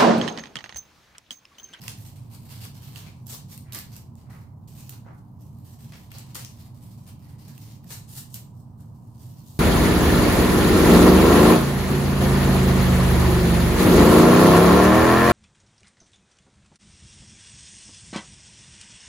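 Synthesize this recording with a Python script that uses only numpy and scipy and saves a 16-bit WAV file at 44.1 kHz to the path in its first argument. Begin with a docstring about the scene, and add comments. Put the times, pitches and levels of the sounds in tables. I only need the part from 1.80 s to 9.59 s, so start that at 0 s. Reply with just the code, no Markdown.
"""Dry leaves are torn and crumbled by hand over a heap on a kitchen table, close to the microphone.
A fan drones low throughout; at once the fingers knead the leaf and the first veins snap in sharp cracks.
Pulls follow, each building up a swarm of tiny random cracks until the brittle blade parts.
Later, dull grainy swishes rub off crumbs, sudden rips burst out and folded wads crunch, among more kneading
and pulls to the end. Shaped noise makes every sound, and the small hard room answers every crack."""
import sys
import numpy as np
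from scipy import signal
from scipy.fft import rfft, irfft, next_fast_len
from scipy.io import wavfile

SR = 44100
rng = np.random.default_rng(int(sys.argv[2]) if len(sys.argv) > 2 else 0)


def transcribe(u):
    """Save the signal u as a 16-bit wav file named by the first command-line argument.

    u: samples, shape (n,) or (channels, n), limited to [-1, 1]; the rate is SR.
    q: integer samples, one column per channel.
    """
    v = np.clip(np.atleast_2d(u).T, -1, 1)
    q = np.round(v * 32767).astype(np.int16)
    wavfile.write(sys.argv[1], SR, q)


N = 343539
TIME = np.arange(N) / SR
PADDED = next_fast_len(N + SR, True)
BINS = np.arange(PADDED // 2 + 1) * SR / PADDED   # frequencies of the spectrum [Hz]

# All levels in the tables are relative: later gains set the balance.
# Spectrum of the fan's rumble: (frequency [Hz], level [dB])
FAN_SPECTRUM = [(12, -45), (20, -19.5), (59, -15.5), (82, -7.5), (123, 4), (166, -7.5), (235, -11),
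                (256, -15.5), (383, -29.5), (410, -27), (448, -28.5), (489, -28.5), (718, -26), (1000, -25),
                (1300, -37), (1690, -76.5), (2860, -120)]
# Spectrum of the hiss of air: (frequency [Hz], level [dB])
AIR_SPECTRUM = [(900, -20), (1200, 5), (1500, 6.5), (2000, -5), (3000, -32), (6000, -10), (15000, -5.5)]
# Room resonances fed by the fan: (frequency [Hz], width [Hz], level [dB])
ROOM_MODES = [(96.6, 18.8, -47.5), (113, 13, -63.5), (125.8, 13.5, -54.5), (147.7, 4.7, -52.5),
              (183.2, 5.6, -56), (227.7, 8.8, -56), (288.4, 6.6, -64.5), (304, 12, -69.5), (367.6, 54, -68)]
# Left-right likeness of the diffuse field: (frequency [Hz], likeness [1 = alike])
FIELD_LIKENESS = [(40, 1), (150, 0.94), (300, 0.73), (600, 0.55), (1200, 0.061), (4000, 0.32)]
# Decay of the kitchen's echoes: (frequency [Hz], reverberation time [s])
REVERBERATION = [(300, 0.25), (2000, 0.39), (6000, 0.32), (15000, 0.24)]
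# Left-right difference of the microphone ports: (frequency [Hz], level [dB])
PORT_DIFFERENCE = [(1000, -0.5), (2500, -0.5), (5000, -0.5), (9000, 3.0), (13000, -5.5), (16000, -2.0)]
# Fingers rubbing crumbs off:
# (time [s], rise [s], hold [s], fade [s], swish level [dB], level of the chafed edge's ring [dB])
RUBBING = [(1.828, 0.06, 0.025, 0.038, -65, -62), (2.444, 0.075, 0.037, 0.047, -58, -62.5),
           (3.103, .015, 0.027, .015, -61, -73), (3.243, 0.019, 0.039, .04, -54, -68.5),
           (5.398, 0.026, 0.066, 0.097, -76, -70.5), (6.968, .018, 0.032, 0.034, -68.5, -90)]
# Spectrum of the sliding skin: (frequency [Hz], level [dB])
SKIN_SPECTRUM = [(150, -18), (400, 3.5), (900, 5.5), (1500, 2.5), (2100, -12.5), (3000, -24.5), (6000, -27),
                 (15000, -41)]
# Folded wads giving way: (time [s], fade [s], level [dB])
WAD_CRUNCHES = [(1.953, 0.019, -39), (4.121, 0.019, -38.5), (4.554, 0.023, -39.5), (6.104, 0.027, -50)]
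# Spectrum of the crushed wad: (frequency [Hz], level [dB])
WAD_SPECTRUM = [(100, -17.5), (200, 1.5), (320, 4), (450, 1), (700, -4), (1100, -1), (1500, -2.5),
                (1900, 1), (2400, -2.5), (4500, -5), (6500, -9.5), (15000, -19)]
# Veins snapping: (time [s], peak level [dB], blade share [dB], blade pitch [Hz],
# pitch of the broken edge [Hz], left-right difference [dB])
VEIN_SNAPS = [(0.017, -37, -16, 3140, 4980, 4), (0.0383, -38, -15, 1200, 12600, -2),
              (0.0803, -24, -11.5, 2200, 5300, -1), (.852, -34, -17, 1840, 12700, -1),
              (1.0916, -51, -26, 2800, 11800, -4), (1.159, -35.5, -9, 3130, 4700, -6),
              (1.4683, -35, -38, 2800, 13800, -6), (1.7771, -35, -22.5, 2400, 13700, 3),
              (1.9229, -31, -16, 3500, 4200, -2), (1.932, -32, -27, 3050, 9300, -9),
              (1.947, -23.5, -27, 1170, 10600, -1), (1.9571, -32, -25, 2040, 14500, -11),
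              (1.988, -26.5, -36, 2960, 13200, 3), (2.165, -34, -22, 3270, 11800, -1),
              (2.3542, -50.5, -28, 1220, 7640, -4), (3.094, -29, -25, 2880, 14300, -0.5),
              (4.317, -39, -6.5, 2330, 11900, 5), (4.3845, -32.5, -25, 1300, 8300, -2),
              (4.554, -31, -12, 1140, 4200, 4), (4.561, -34, -15, 2850, 13700, -9),
              (4.648, -30.5, -16.5, 3130, 5900, 0.5), (5.682, -41, -40, 1290, 12100, 0),
              (5.7788, -41, -13.5, 3130, 13400, -1), (6.043, -47, -19, 1280, 14400, -2),
              (6.1046, -35, -23, 3380, 4730, -2), (6.5425, -25, -41, 3480, 14300, 1.5)]
# Spectrum of the blade's knock as a vein snaps: (frequency [Hz], level [dB])
KNOCK_SPECTRUM = [(300, 14), (700, -22), (1100, 4.5), (1450, 2), (1900, 4.5), (2300, 0.5), (2800, 8.5),
                  (3600, -3.5), (5000, -13.5), (8000, -46), (15000, -37)]
# Fingers kneading and folding the leaf:
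# (time [s], length [s], fine cracking level [dB], flexing level [dB])
KNEADING = [(-.02, 0.12, -50, -48), (0.167, 0.13, -49, -55), (0.354, 0.12, -60.5, -60.5),
            (0.595, 0.074, -55, -58), (0.686, 0.16, -49.5, -50.5), (0.939, 0.17, -52.5, -53.5),
            (1.195, 0.079, -55, -48), (1.292, 0.25, -63, -63), (2.369, 0.045, -60.5, -62),
            (2.495, .12, -61, -63.5), (2.868, 0.25, -54, -60), (3.087, 0.05, -53, -52),
            (3.327, .06, -69.5, -81), (3.587, 0.25, -66, -75), (3.841, 0.11, -58, -66.5),
            (3.984, 0.28, -57.5, -60.5), (4.296, 0.12, -60, -54), (4.46, 0.08, -63, -61),
            (4.565, 0.054, -45, -47), (4.688, 0.18, -57, -61), (4.94, .04, -60, -66),
            (5.003, 0.234, -58.5, -64.5), (5.388, 0.071, -64, -65), (5.579, .18, -60, -62.5),
            (5.797, 0.13, -53, -57), (6.026, .06, -64.5, -64.5), (6.498, 0.044, -49.5, -71),
            (6.542, 0.015, -47, -46), (6.975, 0.053, -64.5, -78), (7.05, 0.47, -70, -85),
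            (7.336, 0.36, -57.5, -65), (7.7, 0.17, -54.5, -65.5)]
# Pulls that build up until the blade parts:
# (time [s], build-up [s], fine cracking level [dB], flexing level [dB])
BLADE_PULLS = [(.49, 0.063, -49, -52), (1.11, 0.083, -42, -45), (1.455, 0.089, -37, -46),
               (1.675, 0.06, -45.5, -53.5), (2.1, 0.063, -44.5, -51), (2.92, 0.083, -50.5, -56.5),
               (5.23, 0.061, -50, -53.5), (5.475, .04, -55.5, -59), (6.067, 0.085, -36.5, -48),
               (6.27, 0.12, -37.5, -51.5), (6.735, 0.065, -58, -93), (7.63, 0.056, -48, -69)]
# Sudden rips: (time [s], length [s], fine cracking level [dB], flexing level [dB])
SUDDEN_RIPS = [(1.929, 0.061, -43.5, -45), (4.546, 0.024, -39.5, -49), (6.101, 0.034, -43, -46),
               (6.542, .02, -40, -53)]
# Spectrum of a crack at the torn edge: (frequency [Hz], level [dB])
CRACK_SPECTRUM = [(880, -14), (1500, -16), (1940, -11.5), (2140, -35), (2590, -14), (2830, -6), (3480, -5),
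                  (3920, -2.5), (5440, 0), (6430, 0), (9010, 1.5), (9850, -2), (13000, 2), (15100, 1),
                  (16000, -19)]
# Spectrum of the bending blade: (frequency [Hz], level [dB])
BLADE_SPECTRUM = [(150, -29), (300, 1), (440, 6), (650, 2), (1000, 4.5), (1400, -1), (1900, 1), (2300, 2),
                  (2850, 4), (3500, 0.5), (4800, 4), (7000, -11), (15000, -12.5)]

CUTOFF_HZ = 16000
CHAFE_HZ, CHAFE_WIDTH_HZ = 1970, 350   # ring of the rubbed edge
GRIP_S, RELEASE_S = 0.0067, 0.02   # attack and release of a kneading stroke
HELD_FINE_DB, HELD_FLEX_DB = -77, -80.5   # the leaf creaks while it is merely held
UNEVEN_DB, UNEVEN_HZ = 2.5, 7.6   # the finger pressure wavers
PULL_CURVE, SLACK_S = 0.72, 0.02   # cracking grows as this power of the stretch, then slackens
TICKS_PER_S, TICK_DB = 45, -11   # single fibres part; mean level against the swarm of cracks


def from_db(db):
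    """Logarithmic level: decibels to an amplitude gain."""
    return 10 ** (np.asarray(db) / 20)


def rms_one(x):
    """Normalization: scale to unit root-mean-square."""
    return x / np.sqrt(np.mean(x ** 2) + 1e-20)


def at_hz(points, hz):
    """Logarithmic pitch scale: interpolate a table along log frequency."""
    f, value = np.transpose(points)
    return np.interp(np.log(hz + 1), np.log(f + 1), value)


def filtered(x, response):
    """Linear filtering: multiply the spectrum by a frequency response."""
    return irfft(rfft(x, PADDED) * response, PADDED)[..., :N]


def colour(x, spectrum):
    """Minimum phase: a causal filter made by folding the cepstrum; it keeps the power of white noise."""
    log_gain = np.log(rms_one(from_db(at_hz(spectrum, BINS))))
    cepstrum = irfft(log_gain, PADDED)
    cepstrum[1:PADDED // 2] *= 2
    return filtered(x, np.exp(rfft(cepstrum[:PADDED // 2], PADDED)))


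def drift(rate):
    """Slow fluctuation: low-passed noise of unit spread, at half amplitude response at the rate in Hz."""
    return rms_one(filtered(rng.standard_normal(N), 1 / (1 + (BINS / rate) ** 2)))


def panned(db):
    """Level difference between channels: split it evenly over the two gains."""
    return from_db(np.array([db, -db]) / 2).reshape(2, -1)


def fading(from_s, fade_s):
    """Exponential release: full level up to a moment, then decay."""
    return np.exp(-np.clip((TIME - from_s) / fade_s, 0, 20))


def resonate(x, hz, width_hz):
    """Damped mode: a two-pole resonance that keeps the power of white noise."""
    r = np.exp(-np.pi * width_hz / SR)
    poles = [1, -2 * r * np.cos(2 * np.pi * hz / SR), r * r]
    return signal.lfilter([1, 0, -1], poles, x) * np.sqrt((1 - r * r) / 2)


def diffuse_noise():
    """Diffuse field: white stereo noise is most alike in both channels where the waves are long."""
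    alike = np.clip(at_hz(FIELD_LIKENESS, BINS), -.999, .999)
    mid = filtered(rng.standard_normal(N), np.sqrt(1 + alike))
    side = filtered(rng.standard_normal(N), np.sqrt(1 - alike))
    return np.array([mid + side, mid - side]) / np.sqrt(2)


def near_noise(size, alike=0.17):
    """Partial coherence: white noise from a near source, partly shared by the two channels."""
    alike = np.clip(alike, 0, 1)
    shared = rng.standard_normal(size)
    separate = rng.standard_normal((2, size))
    return np.sqrt(alike) * shared + np.sqrt(1 - alike) * separate


def fracture_power(per_s, spread_db, clump_db, ring_s):
    """Clustered random fracture: cracks of uneven size come in clumps and decay at once; mean power 1."""
    born = rng.random(N) < per_s * from_db(clump_db * drift(25)) / SR
    sizes = from_db(spread_db * np.minimum(rng.exponential(1, N), 3.5))
    power = born * sizes ** 2 / per_s
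    power = signal.lfilter([1], [1, -np.exp(-1 / (ring_s * SR))], power + 1e-18)
    return power / power.mean()


def fan():
    """Turbulence noise: a broad rumble, lifted at the room's resonances, under a faint hiss of air."""
    modes = 0
    for hz, width, db in ROOM_MODES:
        modes = modes + from_db(db) * rms_one(1 / (1 + ((BINS - hz) / width) ** 2))
    resonant = from_db(-4.0) * filtered(diffuse_noise(), modes)
    rumble = from_db(-45) * colour(diffuse_noise(), FAN_SPECTRUM)
    hiss = from_db(-77.5) * colour(diffuse_noise(), AIR_SPECTRUM)
    return (resonant + rumble) * panned(-1.53) + hiss


def reflections(x, first_s, count=8):
    """Reverberant decay: dense echoes off walls and table fade at a rate set for each band."""
    t = np.arange(SR * 2 // 3) / SR
    edges, tail = np.geomspace(100, 18000, count + 1), 0
    for low, high in zip(edges, edges[1:]):
        band_pass = signal.butter(2, [low, high], "band", fs=SR, output="sos")
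        band = signal.sosfilt(band_pass, rng.standard_normal((2, len(t))))
        decay_s = at_hz(REVERBERATION, np.sqrt(low * high))
        tail = tail + band * from_db(-60 * t / decay_s)
    onset = np.clip(t / first_s - .5, 0, 1)
    tail = rms_one(tail * onset) / np.sqrt(len(t))
    return filtered(x, rfft(tail, PADDED))


def kitchen(x):
    """Changing echo paths: the mix of two reflection patterns shifts as the hands move."""
    turn = 2 * drift(2.78)
    return sum(reflections(x * share, first_s=.005) for share in (np.cos(turn), np.sin(turn)))


def fingers():
    """Friction: skin catches on crumbs, slides with a dull grainy swish and lets go; the edge rings faintly."""
    swish, chafe = 0, 0
    for start, rise, hold, fade, swish_db, ring_db in RUBBING:
        stroke = np.clip((TIME - start) / rise, 0, 1) * fading(start + rise + hold, fade)
        swish = swish + from_db(swish_db) * stroke
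        chafe = chafe + from_db(ring_db) * stroke
    grain = np.sqrt(fracture_power(780, spread_db=2.5, clump_db=2.0, ring_s=0.0015))
    sliding = colour(swish * grain * diffuse_noise(), SKIN_SPECTRUM)
    ringing = resonate(chafe * grain * near_noise(N), CHAFE_HZ, CHAFE_WIDTH_HZ)
    return sliding + ringing


def crunches():
    """Collapse under load: a folded wad gives way between the fingers with a dull, quickly fading crunch."""
    push = 0
    for s, fade, db in WAD_CRUNCHES:
        push = push + from_db(db) * (TIME >= s) * np.exp(-np.abs(TIME - s) / fade)
    grain = np.sqrt(fracture_power(1200, spread_db=7.5, clump_db=-1.0, ring_s=0.0022))
    return colour(push * grain * near_noise(N, alike=0.54), WAD_SPECTRUM)


def snaps(ring_s, after_s, after_db, count=3):
    """Brittle fracture: a sharp crack and a few mostly weaker ones set blade and broken edge ringing."""
    fine, flex = np.zeros((2, 2, N))
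    t = np.arange(SR // 40) / SR
    for s, peak_db, blade_db, blade_hz, edge_hz, pan_db in VEIN_SNAPS:
        delays = np.r_[0, rng.uniform(0, after_s, count)][:, None]
        sizes = from_db(np.r_[0, rng.normal(after_db, 1, count)])[:, None]
        power = (t >= delays) * sizes ** 2 * np.exp(-np.abs(t - delays) / ring_s)
        shake = from_db(peak_db) * np.sqrt(np.sum(power, 0)) * panned(pan_db)
        crack, edge, blade = (shake * near_noise(len(t), alike=0.093) for _ in range(3))
        edge = resonate(edge, edge_hz, .25 * edge_hz)
        blade = resonate(blade, blade_hz, .6 * blade_hz)
        at = round(s * SR)
        fine[:, at:at + len(t)] += from_db(-2.0) * crack + from_db(-6.0) * edge
        flex[:, at:at + len(t)] += from_db(blade_db + 4.0) * blade
    return fine, flex


def veins():
    """Impulsive radiation: the crack at the broken edge and the blade's knock each have their spectrum."""
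    crack, blade = snaps(ring_s=0.00052, after_s=0.0031, after_db=-8.0)
    return colour(crack, CRACK_SPECTRUM), colour(blade, KNOCK_SPECTRUM)


def handling():
    """Applied stress: kneading holds on, pulls swell and slacken, rips burst; their powers add."""
    strokes = [(1, HELD_FINE_DB, HELD_FLEX_DB)]
    pressure = from_db(UNEVEN_DB * drift(UNEVEN_HZ))
    for start, length, *levels in KNEADING:
        grip = np.clip((TIME - start) / GRIP_S, 0, 1) * fading(start + length, RELEASE_S)
        strokes.append((grip * pressure, *levels))
    for start, build_s, *levels in BLADE_PULLS:
        stretch = np.clip((TIME - start) / build_s, 0, 1)
        strokes.append((stretch ** PULL_CURVE * fading(start + build_s, SLACK_S), *levels))
    for start, length, *levels in SUDDEN_RIPS:
        burst = (TIME >= start) & (TIME < start + length)
        strokes.append((burst, *levels))
    fine = sum((shape * from_db(fine_db)) ** 2 for shape, fine_db, _ in strokes)
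    flex = sum((shape * from_db(flex_db)) ** 2 for shape, _, flex_db in strokes)
    return np.sqrt(fine), np.sqrt(flex)


def crumbling():
    """Stress-driven fracture: the harder the pull, the faster the cracks; single fibres tick above them."""
    fine, flex = (from_db(-3.5) * level for level in handling())
    per_s = 660 * (fine / from_db(-62.0)) ** 0.26
    swarm = fracture_power(per_s, spread_db=-1.0, clump_db=5.0, ring_s=0.0014)
    ticks = fracture_power(TICKS_PER_S, spread_db=1, clump_db=2, ring_s=0.0007)
    shake = np.sqrt(swarm + from_db(TICK_DB) ** 2 * ticks)
    shake = shake * panned(3.1 * drift(160))   # every facet of the leaf faces another way
    return [level * shake * near_noise(N) for level in (fine, flex)]


def facets(x, patchy_db, count=16):
    """Shifting resonance: as the leaf changes shape, each range of pitches swells and fades on its own."""
    place = np.interp(np.log(BINS + 1), np.log([1200, 16000]), [0, count - 1])
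    bands = (np.clip(1 - np.abs(place - k), 0, 1) for k in range(count))
    return sum(filtered(x, band) * from_db(patchy_db * drift(5.6)) for band in bands)


def leaf():
    """Radiation from a thin plate: the rustle is bright at the torn edge and lower in the bending blade."""
    fine, flex = crumbling()
    rustle = colour(fine, CRACK_SPECTRUM) + colour(flex, BLADE_SPECTRUM)
    return from_db(-1.5) * facets(rustle, patchy_db=1.5)


def scene():
    """Superposition: each part of the leaf faces the microphone and the walls to a different degree."""
    background = fan()
    rustle = fingers() + crunches() + leaf()
    crack, knock = veins()
    direct = from_db(-0.5) * rustle + from_db(-0.7) * crack + from_db(1.0) * knock
    to_walls = from_db(-2.02) * rustle + from_db(-2.5) * crack + from_db(-7.5) * knock
    return background + kitchen(to_walls) + direct


def record(dry):
    """Transducer response: the two microphone ports differ most in the treble, and the top is cut."""
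    left_right_db = at_hz(PORT_DIFFERENCE, BINS)
    top = 1 / np.sqrt(1 + (BINS / CUTOFF_HZ) ** 200)
    return filtered(dry, panned(left_right_db) * top)


dry = scene()
out = record(dry)
transcribe(out)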